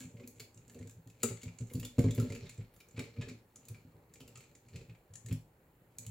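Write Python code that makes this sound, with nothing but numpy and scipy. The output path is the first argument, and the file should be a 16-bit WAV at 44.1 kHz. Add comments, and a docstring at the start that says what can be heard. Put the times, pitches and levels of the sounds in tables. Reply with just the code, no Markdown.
"""A small screwdriver turns screws into a plastic part held on a workbench: its bit clicks in the screw head,
each click a burst of chatter ringing through the plastic. The part knocks on the bench top and sets its modes
swinging; fingers rub the plastic as noise through the same rings, and dry skin hisses on the handle.
A small quiet room answers with sparse fading taps, over a faint tone of its own.
A two-capsule microphone is clamped to the bench."""
import sys
import numpy as np
from scipy import signal
from scipy.io import wavfile
from scipy.ndimage import uniform_filter1d

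SR = 44100
rng = np.random.default_rng(int(sys.argv[2]) if len(sys.argv) > 2 else 0)


def to_linear_factor(level_db):
    """Convert decibel levels (scalar or array-like) to linear amplitude factors."""
    exponent = np.asarray(level_db, float) / 20
    return 10 ** exponent


def inscribe(sig):
    """Save sig as 16-bit PCM at rate SR to the path in sys.argv[1].

    A 1-D sig is mono; a 2-D sig holds one channel per row.
    Samples are clipped to [-1, 1] before scaling.
    """
    pcm = np.round(np.clip(np.atleast_2d(sig).T, -1, 1) * 32767)
    wavfile.write(sys.argv[1], SR, pcm.astype(np.int16))


N = 269010  # length [samples]

# Turns of the driver, fingers rubbing the plastic and pressing the part on the bench:
# (time of most effort [s], half length [s], rub level [dB], bright level against rub [dB], press level [dB])
STROKES = [(0.0, 0.084, -59.5, 5, -48.5), (0.213, 0.26, -86, 6, -53), (0.384, 0.12, -79.5, 6.5, -64),
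           (0.77, 0.32, -77.5, 0, -58.5), (1.294, .1, -62, -2, -45), (1.444, 0.2, -73, -4, -61),
           (1.68, 0.2, -80.5, 7, -60), (1.806, .12, -70, -1, -65), (2.033, 0.094, -62, -6, -48),
           (2.22, 0.23, -62.5, -4, -39), (2.35, 0.12, -67, -4, -66), (2.44, 0.23, -65.5, -12, -53.5),
           (3.041, 0.11, -63, -9, -51), (3.2, 0.083, -71, -10, -47), (3.296, 0.098, -66.5, -15.5, -52),
           (3.634, 0.16, -98, -15, -66), (3.732, 0.26, -76, -5.5, -60), (4.307, 0.4, -82, -0.5, -62.5),
           (4.42, 0.15, -74, -1, -68), (4.762, 0.17, -72.5, -2.5, -55.5), (5.304, 0.069, -70.5, -12, -49),
           (6.065, .15, -75.5, -5.5, -58)]
# Dry skin sliding on the handle: (time of most hiss [s], half length [s], level [dB])
SKIN_SLIDES = [(0.0, 0.054, -62.5), (0.284, .06, -71), (0.412, .06, -67), (0.72, .07, -72),
               (0.93, .05, -75), (1.25, 0.069, -62), (1.44, .06, -81), (1.73, 0.091, -65), (1.86, .06, -77),
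               (1.998, .06, -62), (2.16, .06, -65), (2.21, .08, -63), (2.76, .08, -72), (3.01, .06, -71),
               (5.33, 0.077, -73), (6.0, .06, -68)]
# Rings of the plastic part, in body, wall, bright and top groups:
# (centre [Hz], width between the -9 dB points [Hz], level [dB])
PART_RINGS = [
    [(900, 1100, -5), (1310, 233, -0.5), (2434, 2330, 4)],
    [(3610, 1700, 1.5), (4256, 2400, 9), (5240, 3200, 4.5)],
    [(6970, 2000, -3.5), (7414, 2020, -5), (9670, 1680, -15)],
    [(13450, 3500, 10), (16140, 4570, 7.5), (10300, 3400, 9.5)],
]
# Narrow rings that rubbing favours, in the same four groups: (centre [Hz], width [Hz], level [dB])
RUB_RINGS = [
    [(2300, 500, 7)],
    [(4210, 550, 13.5)],
    [],
    [],
]
# The part knocking on the bench; levels add to that of the strongest mode in each bench group:
# (time [s], boom level [dB], middle level against boom [dB], upper level against boom [dB])
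KNOCKS = [(0.004, -54.5, 3.5, -15), (0.043, -46.5, -6.5, -19), (0.137, -42.5, -16, -18),
          (0.199, -62.5, -9, 12.5), (0.237, -59.5, 9.5, -20), (0.397, -51, -13, -3), (0.557, -55, -11, -44),
          (0.749, -52, -1.5, -1), (0.797, -41, -7.5, -11.5), (0.848, -48, -11, -9),
          (0.964, -49, -21, -18.5), (1.06, -49, -10, -15.5), (1.232, -38.5, 4, 7),
          (1.304, -36.5, -14, -8.5), (1.431, -51.5, 0.5, -6), (1.458, -36, -18, -23),
          (1.602, -34, -14.5, -20.5), (1.711, -53, -0.5, 1), (1.743, -29, -11, -20),
          (1.788, -37.5, -13.5, -18.5), (1.826, -44, -3.5, -8.5), (1.981, -19, -4.5, -10),
          (2.039, -23, -6, -10), (2.086, -44.5, -2, 0.5), (2.178, -24, -8.5, -14.5),
          (2.221, -34.5, -3.5, -10.5), (2.3, -36, -11.5, -8), (2.349, -55.5, -4.5, 2),
          (2.422, -42, -34, -11), (2.582, -35, -21, -18.5), (2.94, -45.5, -17, -30),
          (2.975, -37.5, -7.5, -8.5), (2.997, -44, -4.5, -2.5), (3.049, -58, -11, 0),
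          (3.181, -32.5, -12, -29), (3.216, -45, -11, -6), (3.27, -45, -5, -6.5), (3.309, -59, 10.5, 5.5),
          (3.578, -67, 2, -22), (3.697, -40, -20, -17.5), (3.758, -57.5, -35, -4),
          (3.846, -52.5, -4.5, -19.5), (3.943, -51, -27, -14), (4.203, -50.5, -7, -8.5),
          (4.27, -58.5, -7.5, -0.5), (4.372, -52, -29, -13), (4.72, -51.5, -23, -17),
          (4.742, -38.5, -32, -17.5), (4.807, -49, -15.5, -5.5), (4.884, -46.5, -19.5, -20.5),
          (5.1, -49.5, -35, -23), (5.148, -56, -37, -31), (5.245, -43.5, -30, -34),
          (5.31, -28.5, -12, -23.5), (5.991, -51, -12, -21), (6.063, -40.5, -33, -38)]
# Bench-top modes before detuning, in boom, middle and upper groups: (frequency [Hz], level [dB], t60 [s])
BENCH_MODES = [
    [(38.7, -16.5, 0.36), (57, -18.5, .15), (88.4, -4, 0.079), (111, 1, 0.2), (120.6, 0.5, 0.087),
     (163.5, -5, 0.2), (192.8, -13.5, 0.17)],
    [(249.6, 3.5, 0.17), (222.5, -13, 0.25), (303.4, -11.5, 0.22)],
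    [(395.5, -2.5, 0.2), (460, 2.5, 0.11), (554, -5.5, 0.15), (667, -18.5, 0.194), (853, -24.5, 0.19),
     (1055, -13, 0.038), (1296, -31, 0.11), (1611, -24, 0.1)],
]
# Spectrum of the room tone, only its shape: (frequency [Hz], relative level per Hz [dB])
ROOM_TONE = [(15, -35), (25, 0.5), (172, -0.5), (220, -13), (280, -4.5), (524, -6), (651, -13.5),
             (809, -11.5), (1150, -18.5), (1830, -19), (5570, -39.5), (7510, -32), (8830, -34),
             (15200, -25.5), (16500, -26.5)]
# Left-right likeness of the room tone: (frequency [Hz], correlation [0 to 1])
TONE_LIKENESS = [(60, 0.99), (180, 0.96), (550, 0.9), (1650, 0.063), (4970, 0.072), (15000, 0.23)]
# Bit clicking in the screw head; levels add to that of the strongest ring in each part group:
# (time [s], bright level [dB], body level against it [dB], pitch of the spot hit [Hz], top level against it [dB])
CLICKS = [(0.0044, -44, -12.5, 1650, -21), (0.0367, -54, -6, 2600, -30), (0.1685, -65.5, 8, 2200, -32),
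          (0.197, -61, 1, 2200, -35), (0.2335, -67, 8, 2400, -27), (0.2752, -39.5, -20.5, 2380, -13.5),
          (0.398, -38, -12.5, 2150, -16.5), (0.401, -60.5, 10.5, 4750, -20), (0.545, -47.5, -38, 1230, -33),
          (0.5738, -46, -23, 2710, -31), (0.68, -48, -28, 2850, -29), (0.6973, -46, -17, 1710, -21),
          (0.7453, -47, -16.5, 2720, -25), (0.7901, -48.5, -15, 1820, -31), (0.811, -57, -6, 2140, -28),
          (0.8254, -54.5, -5.5, 2050, -27), (0.8737, -46.5, -19, 1550, -21), (0.8955, -45, -18, 1700, -23),
          (0.9096, -49.5, -20.5, 1320, -16.5), (1.074, -48.5, -19, 1800, -20), (1.1, -50, -13.5, 2550, -22),
          (1.2308, -34, -8, 2300, -4.5), (1.2327, -18, -19, 1310, -28), (1.2376, -25, -16.5, 806, -22),
          (1.369, -48.5, -7.5, 2060, -33), (1.416, -47.5, -10, 2900, -26),
          (1.4317, -37.5, -14.5, 2180, -22), (1.478, -57, 4.5, 2290, -48), (1.586, -39, -17, 2360, -40),
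          (1.6092, -51, -10, 1310, -24), (1.6716, -52, -27, 1990, -29), (1.698, -63, 4, 2110, -7),
          (1.736, -44, -18, 1120, -5.5), (1.7515, -44, -9, 4530, -20), (1.798, -39.5, -15, 2650, -12),
          (1.8293, -43, -7, 2840, -22), (1.8498, -34.5, -13, 3550, -17), (1.9825, -43, -7, 1170, -23),
          (1.9909, -34, -10, 2220, -18), (2.0404, -42.5, -8, 1050, -34), (2.0815, -60.5, 9, 2050, -22),
          (2.1093, -34.5, -14.5, 3580, -22), (2.149, -38.5, -24, 2200, -13.5),
          (2.178, -48.5, -1, 2120, -29), (2.1996, -34, -13.5, 1350, -18.5), (2.3, -46.5, -5.5, 2070, -23),
          (2.3221, -42, -6, 2460, -21), (2.3496, -46, -4, 2510, -16), (2.4542, -58, -5.5, 2260, -24),
          (2.4932, -39.5, -12.5, 2470, -25), (2.5448, -54.5, -20, 2225, -20), (2.5765, -52, -17, 2350, -37),
          (2.465, -60.5, 5, 3670, -30), (2.6052, -66.5, 5.5, 2205, -30), (2.7367, -69.5, 0.5, 1770, 1),
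          (2.763, -56, -14.5, 1320, -14), (2.802, -54, -3, 2330, -11), (2.886, -52, -32, 1540, -19),
          (2.9107, -52, -22, 1690, -33), (2.9651, -56, 3, 2330, -37), (2.9724, -53, 6, 2430, -33.5),
          (2.9916, -36, -4.5, 2230, -23), (3.1633, -66, 10, 2400, -32), (3.2111, -46.5, 0.5, 2547, -29),
          (3.2202, -48.5, 0, 1720, -39), (3.2852, -47.5, -2, 2520, -24), (3.2946, -50, -5.5, 2170, -23.5),
          (3.5584, -40, -23.5, 1275, -21.5), (3.6527, -47.5, -23, 1290, -19),
          (3.685, -41, -16.5, 2440, -13.5), (3.7437, -66, 8.5, 2340, -32), (4.1387, -45, -20.5, 1830, -20),
          (4.156, -52.5, -5.5, 2300, -32), (4.2037, -46.5, -8, 3040, -16.5), (4.2124, -53.5, -7, 2630, -17),
          (4.2782, -48, -13, 2800, -15), (4.356, -43.5, -9, 1260, -41), (4.3737, -43, -19, 1290, -25),
          (4.405, -55, -6, 2690, -16), (4.437, -58, -7.5, 2440, -37), (4.5516, -49, -15.5, 2050, -33),
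          (4.6853, -53.5, -12.5, 2470, -25), (4.759, -44, -7, 2560, -23), (4.812, -59, -3.5, 2550, -26),
          (4.8948, -67, 9.5, 2540, -22), (4.947, -67.5, 3, 2310, -40.5), (5.137, -44, -19.5, 3100, -27),
          (5.1552, -35.5, -21.5, 1720, -34), (5.2608, -39.5, -18.5, 1840, -24),
          (5.2853, -44.5, -12.5, 2080, -18), (5.3106, -61, 8, 2500, -8), (5.3259, -42, -11.5, 5380, -11),
          (5.985, -28, -30, 2400, -22), (6.065, -32.5, -25, 3100, -18)]
# The hand shading one capsule or the other from the bright part: (time [s], left over right [dB])
HAND_SHADE = [(0.0, 0.), (0.68, -2), (1.17, 1), (1.26, 13.5), (1.51, 0.), (1.6, -8), (1.8, -2), (2.36, -.5),
              (5.05, 1), (5.18, 8.5), (5.3, 2.5), (6.1, -2)]
# Decay of the room: (frequency [Hz], t60 [s])
ROOM_DECAY = [(200, 0.18), (700, 0.34), (2500, 0.29), (7000, 0.3), (14000, 0.24)]


def evened(x):
    """Scales to rms 1."""
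    return x / np.sqrt(np.mean(x ** 2) + 1e-20)


def read(points, hz):
    """Reads a spectrum on a log frequency axis."""
    f, value = np.transpose(points)
    return np.interp(np.log(hz + 1), np.log(f + 1), value)


def add(mix, s, sound):
    """Mixes a sound in at s seconds."""
    part = mix[..., max(round(s * SR), 0):][..., :sound.shape[-1]]
    part += sound[..., :part.shape[-1]]


def efforts(at_s, peak_db, rise_db_per_s, fall_db_per_s, rest_db):
    """Gain for every sample: peaks with straight flanks in dB, their powers added to a resting level."""
    t = np.arange(0, N + 64, 64) / SR
    late = t - np.reshape(at_s, (-1, 1))
    flank_db = np.where(late > 0, late * np.c_[fall_db_per_s], -late * np.c_[rise_db_per_s])
    power = to_linear_factor(2 * (np.c_[peak_db] - flank_db)).sum(0) + to_linear_factor(2 * rest_db)
    return np.interp(np.arange(N) / SR, t, np.sqrt(power))


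def strokes(peak_db, rest_db):
    """The strokes' common swell and fade, at the given peak levels."""
    s, half = np.transpose(STROKES)[:2]
    rise_db, fall_db = 16.5, 16.5  # change over a half length
    return efforts(s, peak_db, rise_db / half, fall_db / half, rest_db)


def ring(x, modes, size=2048):
    """Passes x through the resonances: their powers add, and the phase is the causal minimum one."""
    hz = abs(np.fft.fftfreq(size, 1 / SR))
    power = sum(to_linear_factor(2 * db) / (1 + (2 * (hz - centre_hz) / width) ** 2) ** 3
                for centre_hz, width, db in modes)
    spectrum = np.exp(np.conj(signal.hilbert(np.log(power) / 2)))
    taps = np.fft.ifft(spectrum).real
    return signal.oaconvolve(x, taps[:size // 2])[:len(x)]


def slip_grip(slips_per_s=300, spread_db=4.5):
    """Skin sticks and lets go in tiny slips of uneven size, at random moments."""
    size = to_linear_factor(spread_db * np.minimum(rng.exponential(1, N), 3))
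    slips = size * (rng.random(N) < slips_per_s / SR)
    return evened(uniform_filter1d(slips, 30))  # each slip lasts under a millisecond


def skin_slide():
    """Level of dry skin sliding on the handle: quick swells that fade more slowly."""
    s, half, db = np.transpose(SKIN_SLIDES)
    return efforts(s, db, 40 / half, 18 / half, -92)  # 40 dB up, 18 dB down over a half length


def rub():
    """Slips roughen a fine hiss that rings the part; the top group, skin on the handle, is mostly hiss."""
    grip = slip_grip()
    rub_db, bright_db = np.transpose(STROKES)[2:4]
    rest_db = -94.0
    wall_db = rub_db - 4 - 0.18 * bright_db  # dull strokes carry more of the wall group
    levels = [strokes(rub_db, rest_db), strokes(wall_db, rest_db),
              strokes(rub_db + bright_db, rest_db), skin_slide()]
    roughness = (1.6, 1.5, 0.9, 0.4)
    out = []
    for level, modes, favoured, rough in zip(levels, PART_RINGS, RUB_RINGS, roughness):
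        hiss = (1 + rough * grip) * rng.standard_normal(N)
        out.append(level * evened(ring(hiss, modes + favoured)))
    return np.array(out)


def bench_swings(modes, rise_s, wait, strength, detune=0.034):
    """Soft pushes into one group of bench modes, each decaying and bouncing once; one row per push."""
    t = np.arange(SR // 3) / SR
    hz, db, t60 = np.transpose(modes)[:, None, :, None]
    # where a knock lands and how the hands lean shift the modes a little
    shift = rng.standard_normal((len(wait), len(modes), 1))
    decay = to_linear_factor(db - 60 * t / t60)
    swing = (decay * np.sin(2 * np.pi * hz * (1 + detune * shift) * t)).sum(1)
    swing *= (1 - np.exp(-t / rise_s)) ** 2  # the rubber mat softens the landing
    swing += [size * np.r_[np.zeros(late), one[:-late]] for one, late, size in zip(swing, wait, strength)]
    return swing * to_linear_factor(db.max()) / abs(swing).max(1, keepdims=True)


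def hand_press(lumps, swing):
    """Lumpy noise from the pressing hands stirs the bench modes, swelling with each stroke."""
    press = strokes(np.transpose(STROKES)[4], -77.5)
    return press * evened(signal.fftconvolve(lumps, swing)[:N])


def bench():
    """Knocks and pressing hands set the bench top swinging, in boom, middle and upper groups."""
    unevenness = evened(uniform_filter1d(rng.standard_normal(N), 900))
    lumps = rng.standard_normal(N) * to_linear_factor(2.4 * unevenness)
    pushes = len(KNOCKS) + 1  # the last one serves the pressing hands
    # the part bounces once more on its other edge
    wait = (SR * (0.007783 + 0.01591 * rng.random(pushes))).astype(int)
    strength = 0.17 + 0.57 * rng.random(pushes)
    rises_s, press_dbs = (0.005, 0.003, 0.002), (-3.0, -8.0, -12.0)
    out = np.zeros((3, N))
    for k, (modes, rise_s, press_db) in enumerate(zip(BENCH_MODES, rises_s, press_dbs)):
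        swings = bench_swings(modes, rise_s, wait, strength)
        for (s, boom_db, *above_db), swing in zip(KNOCKS, swings):
            add(out[k], s, to_linear_factor(boom_db + [0, *above_db][k]) * swing)
        out[k] += to_linear_factor(press_db) * hand_press(lumps, swings[-1])
    return out


def room_tone():
    """The quiet room's own tone: random short-time spectra with faint patches, most alike at the bottom."""
    frames, hz = N // 256 + 5, np.fft.rfftfreq(1024, 1 / SR)
    a, b, c, d, patches = rng.standard_normal((frames, 513, 5)).T
    patches = uniform_filter1d(patches, 12, 0)  # along frequency
    patches = evened(uniform_filter1d(patches, 14, 1))  # along time
    same = read(TONE_LIKENESS, hz)[:, None]
    left = a + 1j * b
    right = same * left + np.sqrt(1 - same ** 2) * (c + 1j * d)
    spectra = np.array([left, right]) * to_linear_factor(read(ROOM_TONE, hz)[:, None] + 1.5 * patches)
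    tone = signal.istft(spectra, nperseg=1024, noverlap=768)[1][:, :N]
    return to_linear_factor(-66) * evened(tone)


def click_force(lumpy, body_db, steel_s=0.0024, plastic_s=0.0054):
    """Gritty swell and decay of a click: short for steel on steel, longer where plastic leads."""
    t = np.arange(len(lumpy)) / SR
    length = steel_s + plastic_s * min(to_linear_factor(body_db), 1)
    grit = to_linear_factor(3.5 * evened(uniform_filter1d(lumpy, 40)))
    return grit * np.exp(-t / length) * (1 - np.exp(-t / (0.46 * length)))


def clicks(pitch_share=0.15, pitch_db=14.0):
    """The bit jumps in the screw head: a few milliseconds of chatter ring the four groups of the part."""
    noise = rng.standard_normal((len(CLICKS), 5, 2048))
    ring_db = np.array([max(mode[2] for mode in modes) for modes in PART_RINGS])
    out = np.zeros((4, N))
    for (s, db, body_db, body_hz, top_db), (lumpy, *chatters) in zip(CLICKS, noise):
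        force = click_force(lumpy, body_db)
        # the wall that is hit adds its own pitch to the body
        own_pitch = (body_hz, pitch_share * body_hz, pitch_db)
        groups = [PART_RINGS[0] + [own_pitch]] + PART_RINGS[1:]
        rung = np.array([ring(force * chatter, modes) for chatter, modes in zip(chatters, groups)])
        wall_db = -7 + 0.58 * body_db + 0.16 * top_db  # the wall lies between body and top
        peak_db = db + np.array([body_db, wall_db, 0, top_db]) + ring_db
        add(out, s - 0.001, rung * (to_linear_factor(peak_db) / abs(rung).max(1))[:, None])  # starts 1 ms early
    return out


def hand_shade():
    """The hand's shadow on the bright part: a gain for the left capsule and its inverse for the right."""
    s, db = np.transpose(HAND_SHADE)
    left = to_linear_factor(np.interp(np.arange(N) / SR, s, db) / 2)
    return np.array([left, 1 / left])


def room_tail():
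    """Sparse random echoes, half a second long, that die at each frequency's own rate."""
    taps = np.zeros((2, SR // 2))
    starts = np.arange(120, SR // 2 - 20, 20)
    at = starts + rng.integers(0, 20, (2, len(starts)))
    np.put_along_axis(taps, at, rng.choice([-1.0, 1.0], at.shape), 1)
    taps[1] += 0.11 * taps[0]  # the two capsules sit close together
    hz, t, z = signal.stft(taps, SR, nperseg=128)
    decay = to_linear_factor(-60 * t / read(ROOM_DECAY, hz)[:, None])
    tail = signal.istft(z * decay, SR, nperseg=128)[1]
    return tail / np.linalg.norm(tail, axis=1, keepdims=True)


def room(x, count=3):
    """The room's answer: rotating between tails keeps alike clicks from ringing alike."""
    out = np.zeros((2, N))
    turn = np.arange(N) / SR * 31  # half cycles of the rotation, 31 a second
    for k in range(count):
        share = np.sqrt(2 / count) * abs(np.cos(np.pi * (turn + k / count)))
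        out += signal.fftconvolve(x * share, room_tail(), axes=1)[:, :N]
    return out


def scene():
    """The bench reaches both capsules alike through the clamp; clicks and rubbing come through the air."""
    body, wall, bright, top = rub() + clicks()
    boom, middle, upper = bench()
    near = body + wall + bright * hand_shade()
    near[1] = np.roll(near[1], 1)  # the left capsule is a few millimetres nearer
    near = near + top
    into_room = near + to_linear_factor(-16.5) * middle + to_linear_factor(-10.5) * upper + to_linear_factor(-30.0) * boom
    return boom + middle + upper + near + to_linear_factor(-1.5) * room(into_room) + room_tone()


def band_limit(x):
    """A steep low-pass at the top of the band."""
    return signal.sosfilt(signal.butter(12, 16660, fs=SR, output="sos"), x)


def record(dry):
    """The microphone's band: a low cut at 42 Hz and a steep treble limit at 16 kHz."""
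    low_cut = signal.butter(2, 42, "high", fs=SR, output="sos")
    treble_limit = signal.firwin(255, 16000, window=("kaiser", 7), fs=SR)
    mix = signal.sosfilt(low_cut, dry)
    mix = signal.oaconvolve(mix, treble_limit[None], "same")
    return band_limit(mix)


dry = scene()
out = record(dry)
inscribe(out)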